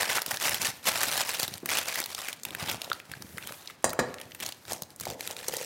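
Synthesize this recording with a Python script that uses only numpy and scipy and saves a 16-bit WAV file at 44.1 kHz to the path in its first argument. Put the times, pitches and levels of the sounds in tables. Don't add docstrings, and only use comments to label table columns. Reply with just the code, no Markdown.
import sys
import numpy as np
from scipy import signal
from scipy.fft import rfft, irfft, next_fast_len
from scipy.io import wavfile
from scipy.ndimage import uniform_filter1d, map_coordinates

SR = 44100
rng = np.random.default_rng(int(sys.argv[2]) if len(sys.argv) > 2 else 0)


def file_out(sig):
    cols = np.atleast_2d(sig).T
    lim = np.clip(cols, -1, 1)
    pcm = np.round(lim * 32767).astype(np.int16)
    wavfile.write(sys.argv[1], SR, pcm)


N = 249353

# frequency_hz, level_db
ROOM_TONE_SPECTRUM = [(20, -39), (80, 3), (260, 2), (450, -2.5), (2000, -11), (10000, -50), (16000, -36)]
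# frequency_hz, t60_s
ROOM_DECAY = [(150, 0.47), (700, 0.75), (3000, 0.46), (12000, 0.18)]
# time_s, level_db
SLEEVE_LEVELS = [(3.05, -71), (3.3, -51), (3.55, -46), (3.72, -64)]
# frequency_hz, level_db
CLOTH_SPECTRUM = [(500, -16), (2000, -22), (6000, -3), (12000, 4), (16000, -2)]
# frequency_hz, level_db
BUMP_SPECTRUM = [(25, -34), (50, -19), (80, -0.5), (130, 0), (250, -4.5), (400, -7), (900, -20.5),
                 (3000, -80)]
# start_s, length_s, top_pitch_hz, level_db
SQUEAKS = [(.72, .13, 13500, -60), (2.56, .17, 15300, -54), (4.26, 0.18, 13500, -58),
           (4.6, .13, 13600, -61)]
# time_s, level_db
SCRAPE_LEVELS = [(5.03, -68), (5.12, -45), (5.25, -52.5), (5.31, -43.5), (5.35, -56.5), (5.47, -48.5),
                 (5.6, -40), (5.65, -53)]
# pitch_hz, width_hz, level_db
HOLLOW_MODES = [(484, 61, 1.5), (905, 200, -12), (1590, 160, -21), (1990, 63, -14)]
# start_s, level_db, pitch_hz
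CLINKS = [(2.9163, -15, 1364), (3.137, -28, 1640)]
# pitch_hz, level_db, t60_s
RING_MODES = [(112.3, -14, 0.35), (174, -7.5, 0.26), (256, -6, 0.27), (364, -6, 0.19), (502, -1, 0.25),
              (657, -2.5, 0.15), (887, 2, 0.069), (1118, 3, 0.12), (1447, -9, 0.19), (1743, 1, 0.082),
              (1823, 6, 0.045), (2465, -6, 0.063), (2850, -34, 0.14), (3950, -12, 0.19), (4730, -6.5, 0.14),
              (4980, -5, 0.12), (5900, -1, 0.078), (6800, 6.5, 0.066), (7480, 16, 0.019), (8260, 7, 0.062),
              (9000, 9, 0.061)]
# start_s, thud_db, thud_hz, ring_db, brightness_hz
KNOCKS = [(1.43, -36.5, 133, -44, 600), (1.631, -32.5, 370, -30.5, 700), (2.877, -32, 680, -52, 800),
          (2.902, -33.5, 487, -51, 700), (3.508, -34, 600, -59, 800), (3.8425, -13, 690, -24, 23000),
          (3.9905, -10.5, 553, -21.5, 5900), (3.9936, -22, 990, -24, 7800),
          (4.7199, -24.5, 654, -40.5, 1200), (4.821, -38, 156, -54, 1200), (5.012, -43, 168, -54, 1200),
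          (5.069, -23.5, 734, -34, 1290), (5.102, -28, 660, -32, 895), (5.305, -30, 605, -64, 900),
          (5.484, -27, 447, -39, 1480)]
# frequency_hz, level_db
PAPER_SPECTRUM = [(40, -20), (90, -8), (200, -7.5), (370, -6), (750, 0), (1100, -1), (1800, 2.5),
                  (3300, 1.5), (5600, 1.5), (13300, -2.5), (16000, -7)]
# start_s, length_s, crinkle_db, hollow_db, bump_db, crisp_db
STROKES = [(0, .19, -35, -4, -59, -5), (0.279, .07, -39, -3.5, -53, -3.5),
           (.415, .145, -33, -5, -50.5, -3.5), (.615, .065, -32, -9, -43, -5.5),
           (0.866, .35, -33, -3, -52.5, -3), (1.252, .19, -37, -6, -58, -3),
           (1.48, .07, -47, -5.5, -50.5, -2.5), (1.698, .1, -31, -4.5, -55, -6),
           (1.861, .15, -36, -4.5, -71, -3.5), (2.09, .04, -45, -5, -60, -4.5),
           (2.181, .115, -40, -6, -74, -4), (2.47, .1, -51, 2, -53, -7), (2.6, .14, -38, -5, -44.5, -7.5),
           (2.8, .15, -49, 3.5, -58, -3.5), (3.1, .28, -55, -2.5, -51.5, -7),
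           (3.42, .08, -45, -6, -52.5, -14), (3.54, .19, -52, -1, -68, -9),
           (4.022, .33, -55, -10, -58.5, -10), (4.41, .075, -43, -6, -56, -4),
           (4.686, .07, -44, -1.5, -54.5, -2.5), (5.01, .12, -45, -25, -52, -7),
           (5.205, .11, -43, -10, -59, -5), (5.38, .07, -46, -4, -59, -4), (5.48, .17, -40, -15, -56.5, -4)]
# start_s, length_s, crinkle_db
CRUNCHES = [(0, .032, -28), (0.086, .05, -30), (.148, .03, -28), (.305, .013, -30), (.442, .043, -28),
            (.645, .027, -27), (.866, .026, -24), (1.031, .013, -27), (1.2, .018, -29), (1.768, .022, -28),
            (1.971, .022, -33), (2.679, .016, -32), (4.42, .018, -37)]
# start_s, level_db, pitch_hz, relative_crack_db
SNAPS_AND_TAPS = [(0.0974, -9, 1950, -27), (0.1817, -7, 1170, -29), (0.2184, -19, 3950, -4.5),
                  (.262, -17.5, 3500, -6), (0.362, -36, 4500, 4), (0.4933, -16.5, 2230, -4),
                  (.5444, -13, 3130, -7), (0.6168, -15, 7300, -12), (.886, -12, 1520, -14),
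                  (1.032, -12.5, 1320, -5), (1.0837, -17, 3960, -9), (1.1766, -17, 3900, -5),
                  (1.2917, -12, 1600, -10), (1.3977, -19, 3960, -1.5), (1.4305, -15.5, 3940, -4.5),
                  (1.479, -20.5, 4000, -7), (1.539, -22, 4020, -9.5), (1.6584, -19, 1940, -4.5),
                  (1.6902, -11, 2230, -15.5), (1.7523, -9.5, 2410, -17), (1.7853, -16, 3280, -5.5),
                  (1.956, -11.5, 2100, -14), (2.0014, -14.5, 2040, -7), (2.0393, -17, 3960, -14),
                  (2.0592, -20, 3170, -7.5), (2.148, -13, 4440, -18), (2.2844, -14, 1960, -12),
                  (2.3285, -20, 3480, -10), (2.4337, -26, 6600, -7.5), (2.4511, -17.5, 2930, -7.5),
                  (2.549, -13.5, 2320, -15.5), (2.697, -11.5, 3450, -15), (2.7139, -17, 1960, -9.5),
                  (2.817, -16, 3550, -13), (2.8443, -22.5, 3800, -15), (2.9997, -23, 2360, -20),
                  (3.1156, -22, 2640, -13), (3.3816, -17, 1750, -17), (3.4725, -29.5, 3600, -1),
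                  (3.674, -20, 4030, -43), (3.7, -24.5, 1660, -17), (3.8935, -22, 4500, -10),
                  (3.9035, -23, 5000, -13), (3.9317, -16, 1270, -13.5), (4.1835, -24, 2300, -27),
                  (4.1997, -26.5, 2060, -13.5), (4.3184, -25.5, 3000, -31), (4.3481, -25, 2000, -11),
                  (4.4061, -19.5, 2170, -13.5), (4.4628, -16, 4400, -13), (4.5226, -20, 4020, -18),
                  (4.7207, -17.5, 5630, -15), (4.732, -21, 6650, -5), (4.821, -28.5, 5360, 2),
                  (4.961, -32.5, 8240, -17), (5.0092, -26.5, 7600, -3), (5.483, -13, 7200, -12.5),
                  (5.5384, -20, 1970, -7.5), (5.5671, -14.5, 6400, -16.5)]


def amp(db):
    return 10 ** (np.asarray(db) / 20)


def unit_rms(x):
    return x / np.sqrt(np.mean(x ** 2, axis=-1, keepdims=True) + 1e-20)


def curve_at(points, hz):
    freqs, values = np.transpose(points)
    return np.interp(np.log(hz + 1), np.log(freqs + 1), values)


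def envelope(points):
    times, db = np.transpose(points)
    times = np.r_[times[0] - .03, times, times[-1] + .03]
    return amp(np.interp(np.arange(N) / SR, times, np.pad(db, 1, constant_values=-120)))


def filtered(x, response):
    n = x.shape[-1]
    padded = next_fast_len(n + n // 8, real=True)
    return irfft(rfft(x, padded) * response(np.fft.rfftfreq(padded, 1 / SR)), padded)[..., :n]


def resonance(f, hz, width):
    return 1j * f * width / (hz * hz - f * f + 1j * f * width)


def coloured_noise(spectrum):
    return unit_rms(filtered(rng.standard_normal(N), lambda f: amp(curve_at(spectrum, f))))


def placed(times, sounds):
    at = np.round(times * SR).astype(int)[:, None] + np.arange(sounds.shape[1])
    return np.bincount(at.ravel(), sounds.ravel(), N)[:N]


def steadied(x, seconds):
    n = max(int(seconds * SR), 2)
    return x / np.sqrt(np.abs(uniform_filter1d(uniform_filter1d(x ** 2, n), n)) + 1e-12)


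def buckles(per_s, spread_db, cycles, life_s, crack, facets=4):
    expected = np.cumsum(per_s * np.ones(N)) / SR
    count = int(expected[-1])
    t = np.arange(SR // 130) / SR
    chance = rng.random((count, facets + 2))
    starts = np.searchsorted(expected, chance[:, 0] * expected[-1]) / SR
    size = amp(spread_db * np.minimum(-np.log(1 - chance[:, 1]), 3))
    folds = crack * rng.standard_normal((count, len(t))) * np.exp(-t / life_s)
    for draw in chance[:, 2:].T:
        hz = 500 * 32 ** draw[:, None]
        folds += np.sqrt(hz / 4000) * np.sin(2 * np.pi * hz * t) * np.exp(-t * (hz / cycles + 200))
    return placed(starts, folds * size[:, None])


def strokes(levels_db, attack_db_per_s=620.5, release_db_per_s=330, settle_db=-14, settle_db_per_s=90):
    start, length = np.transpose(STROKES)[:2, :, None]
    t = np.arange(0, N, SR // 1000) / SR
    before, after = np.maximum(start - t, 0), np.maximum(t - start - length, 0)
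    fall_db = np.maximum(-release_db_per_s * after, settle_db - settle_db_per_s * after)
    level_db = np.max(levels_db[:, None] - attack_db_per_s * before + fall_db, axis=0)
    return amp(np.interp(np.arange(N) / SR, t, level_db))


def room_tone(level_db=-59.5):
    return amp(level_db) * coloured_noise(ROOM_TONE_SPECTRUM)


def kitchen_reverb(x):
    hz, t, spectra = signal.stft(rng.standard_normal(SR // 2), SR, nperseg=256)
    decay = amp(-60 * t / curve_at(ROOM_DECAY, hz)[:, None])
    tail = signal.istft(spectra * decay, SR, nperseg=256)[1]
    return signal.fftconvolve(x, np.pad(tail / np.linalg.norm(tail), (SR // 200, 0)))[:N]


def sleeve(gain_db=-4):
    return amp(gain_db) * envelope(SLEEVE_LEVELS) * coloured_noise(CLOTH_SPECTRUM)


def hand_bumps(gain_db=1):
    grain = buckles(per_s=200, spread_db=4.5, cycles=2.2, life_s=0.0058, crack=6.2)
    bumps = filtered(grain, lambda f: amp(curve_at(BUMP_SPECTRUM, f)))
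    bump_db = np.transpose(STROKES)[4]
    return amp(gain_db) * strokes(bump_db) * steadied(bumps, 0.19)


def squeaks(arch=.06, jitter=0.048):
    t = np.arange(N) / SR
    out = np.zeros(N)
    for start, length, hz, db in SQUEAKS:
        on = (t > start) & (t < start + length)
        swell = np.sin(np.pi * (t[on] - start) / length)
        pitch = hz * (1 - arch * (1 - swell) + jitter * rng.standard_normal(SR // 2)[:on.sum()])
        out[on] += amp(db) * swell * np.sin(2 * np.pi * np.cumsum(pitch) / SR)
    return out


def base_scrape(gain_db=-1):
    rub = steadied(buckles(per_s=280, spread_db=7.0, cycles=4.2, life_s=0.0021, crack=0.81), 0.04)
    hollow = lambda f: sum((-1) ** k * amp(db) * resonance(f, hz, width)
                           for k, (hz, width, db) in enumerate(HOLLOW_MODES))
    return amp(gain_db) * envelope(SCRAPE_LEVELS) * unit_rms(filtered(rub, hollow))


def ring_clinks(upper_ratio=2.66, upper_db=-7, life_s=0.0018, rise_s=0.00045):
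    start, db, hz = np.transpose(CLINKS)[:, :, None]
    t = np.arange(SR // 30) / SR
    shape = (1 - np.exp(-t / rise_s)) * np.exp(-t / life_s)
    shape /= shape.max()
    lower = shape * np.sin(2 * np.pi * hz * t)
    upper = amp(upper_db) * shape ** 2 * np.sin(2 * np.pi * upper_ratio * hz * t)
    return placed(start[:, 0], amp(db) * (lower + upper))


def tin_knocks(clatter_db=6.0, clatter_life_s=0.0067, rise_s=0.00029, thud_cycles=0.53, rattle=0.68):
    start, thud_db, thud_hz, ring_db, brightness_hz = np.transpose(KNOCKS)[:, :, None]
    t = np.arange(SR // 4) / SR
    ring = np.zeros((len(start), len(t)))
    chatter = np.cumsum(rng.standard_normal(ring.shape), axis=1) / np.sqrt(SR)
    for hz, db, t60 in RING_MODES:
        scatter_db, phase = rng.standard_normal((2, len(start), 1))
        chatter = np.roll(chatter, 1, axis=0)
        drift = rattle * chatter / np.sqrt(t60 / 2)
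        ring += amp(db + scatter_db - 60 * t / t60) * np.sin(2 * np.pi * (hz * t + phase + drift)) / 2
    clatter = amp(clatter_db) * rng.standard_normal(ring.shape) * np.exp(-t / clatter_life_s) / 2
    softened = lambda x: filtered(x, lambda f: 1 / (1 + 1j * f / brightness_hz) ** 2)
    contact = (softened(ring) + clatter) * (1 - np.exp(-t / rise_s))
    steel = softened(contact)
    thud_age = t * thud_hz / thud_cycles
    thud = np.sin(2 * np.pi * thud_hz * t) * thud_age * np.exp(1 - thud_age)
    return placed(start[:, 0], amp(ring_db) * steel + amp(thud_db) * thud)


def paper_ticks(gain_db=-21, follow=0.55, low_cut_hz=1500):
    clicks = buckles(per_s=35, spread_db=7.0, cycles=3.4, life_s=0.0018, crack=0.93)
    clicks = filtered(clicks, lambda f: 1j * f / (low_cut_hz + 1j * f) * amp(curve_at(PAPER_SPECTRUM, f)))
    crinkle_db = np.transpose(STROKES)[2]
    return amp(gain_db) * strokes(crinkle_db) ** follow * clicks


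def snaps_and_taps(tone_db=-3.5, crack_db=7.0, crack_hz=9000, push_db=-2, push_hz=650):
    start, db, hz, relative_crack_db = np.transpose(SNAPS_AND_TAPS)[:, :, None]
    t = np.arange(SR // 30) / SR
    decay = np.exp(-t / 0.0019) + 0.077 * np.exp(-t / 0.005)
    shape = (1 - np.exp(-t / 0.00026)) * decay
    shape /= shape.max()
    burst = rng.standard_normal((len(start), len(t))) * shape
    ring_rms = np.sqrt(np.mean(shape ** 2)) / 2
    ring = lambda pitch, width: ring_rms * unit_rms(filtered(burst, lambda f: resonance(f, pitch, width)))
    tone = filtered(ring(hz, hz), lambda f: resonance(f, hz, hz))
    crack = amp(crack_db) * ring(crack_hz, width=20000) + amp(push_db) * ring(push_hz, width=860)
    return placed(start[:, 0], amp(db) * (amp(tone_db) * tone + amp(relative_crack_db) * crack))


def finger_pressure(ramp_s=.004, catch_db=2, catches_per_s=55, rest_db=-62):
    t = np.arange(N) / SR
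    crunch = np.zeros(N)
    for start, length, db in CRUNCHES:
        swell = np.clip((t - start) / ramp_s, 0, 1)
        crunch += amp(db) * swell * np.exp(-np.maximum(t - start - length, 0) / ramp_s)
    catching = map_coordinates(rng.standard_normal(SR // 20), [t * catches_per_s], mode='wrap')
    crinkle_db = np.transpose(STROKES)[2]
    pressing = np.hypot(strokes(crinkle_db), amp(rest_db))
    return np.maximum(pressing * amp(catch_db * catching), crunch)


def facet_colour(x, resonance_db=3.0, q=5):
    start, _, pitch_hz, _ = np.transpose(SNAPS_AND_TAPS)
    f, t, spectra = signal.stft(x, SR, nperseg=256)
    centre = np.interp(t, start, pitch_hz)
    gain = np.hypot(1, amp(resonance_db) * np.abs(resonance(f[:, None], centre, centre / q)))
    return unit_rms(signal.istft(spectra * gain, SR, nperseg=256)[1][:N])


def paper_crinkle(mid_db=-5, low_db=-4, peak_buckles_per_s=2000, stick_db=-51):
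    force = finger_pressure()
    start, length, _, hollow_db, _, crisp_db = np.transpose(STROKES)
    stroke_gain = lambda db: amp(np.interp(np.arange(N) / SR, start + length / 2, db))
    per_s = peak_buckles_per_s * (force / force.max()) ** .6
    shower = steadied(buckles(per_s, spread_db=3.0, cycles=11, life_s=0.0018, crack=1.0), 0.029)
    grab = force / amp(stick_db)
    shower = (grab * shower + rng.standard_normal(N)) / np.hypot(grab, 1)
    above = lambda f, hz: 1 / (1 + (hz / (f + 1)) ** 4)

    def band(low_hz, high_hz):
        response = lambda f: amp(curve_at(PAPER_SPECTRUM, f)) * (above(f, low_hz) - above(f, high_hz))
        return unit_rms(filtered(shower, response))

    hollow = amp(low_db) * stroke_gain(hollow_db) * band(40, 1400)
    crackle = amp(mid_db) * facet_colour(band(1400, 5500))
    crisp = stroke_gain(crisp_db) * band(5500, 30000)
    return force * (hollow + crackle + crisp)


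def scene():
    handling = paper_crinkle() + snaps_and_taps() + paper_ticks() + base_scrape() + squeaks()
    knocks = tin_knocks()
    clinks = ring_clinks()
    reverb = kitchen_reverb(amp(-16.5) * handling + amp(-20.5) * clinks + amp(-10.5) * knocks)
    return handling + clinks + knocks + reverb + hand_bumps() + sleeve() + room_tone()


def record(dry, low_cut_hz=55, top_hz=16100):
    dry = signal.sosfilt(signal.butter(2, low_cut_hz, 'high', fs=SR, output='sos'), dry)
    return filtered(dry, lambda f: 1 / (1 + np.minimum(f / top_hz, 2) ** 200))


dry = scene()
out = record(dry)
file_out(out)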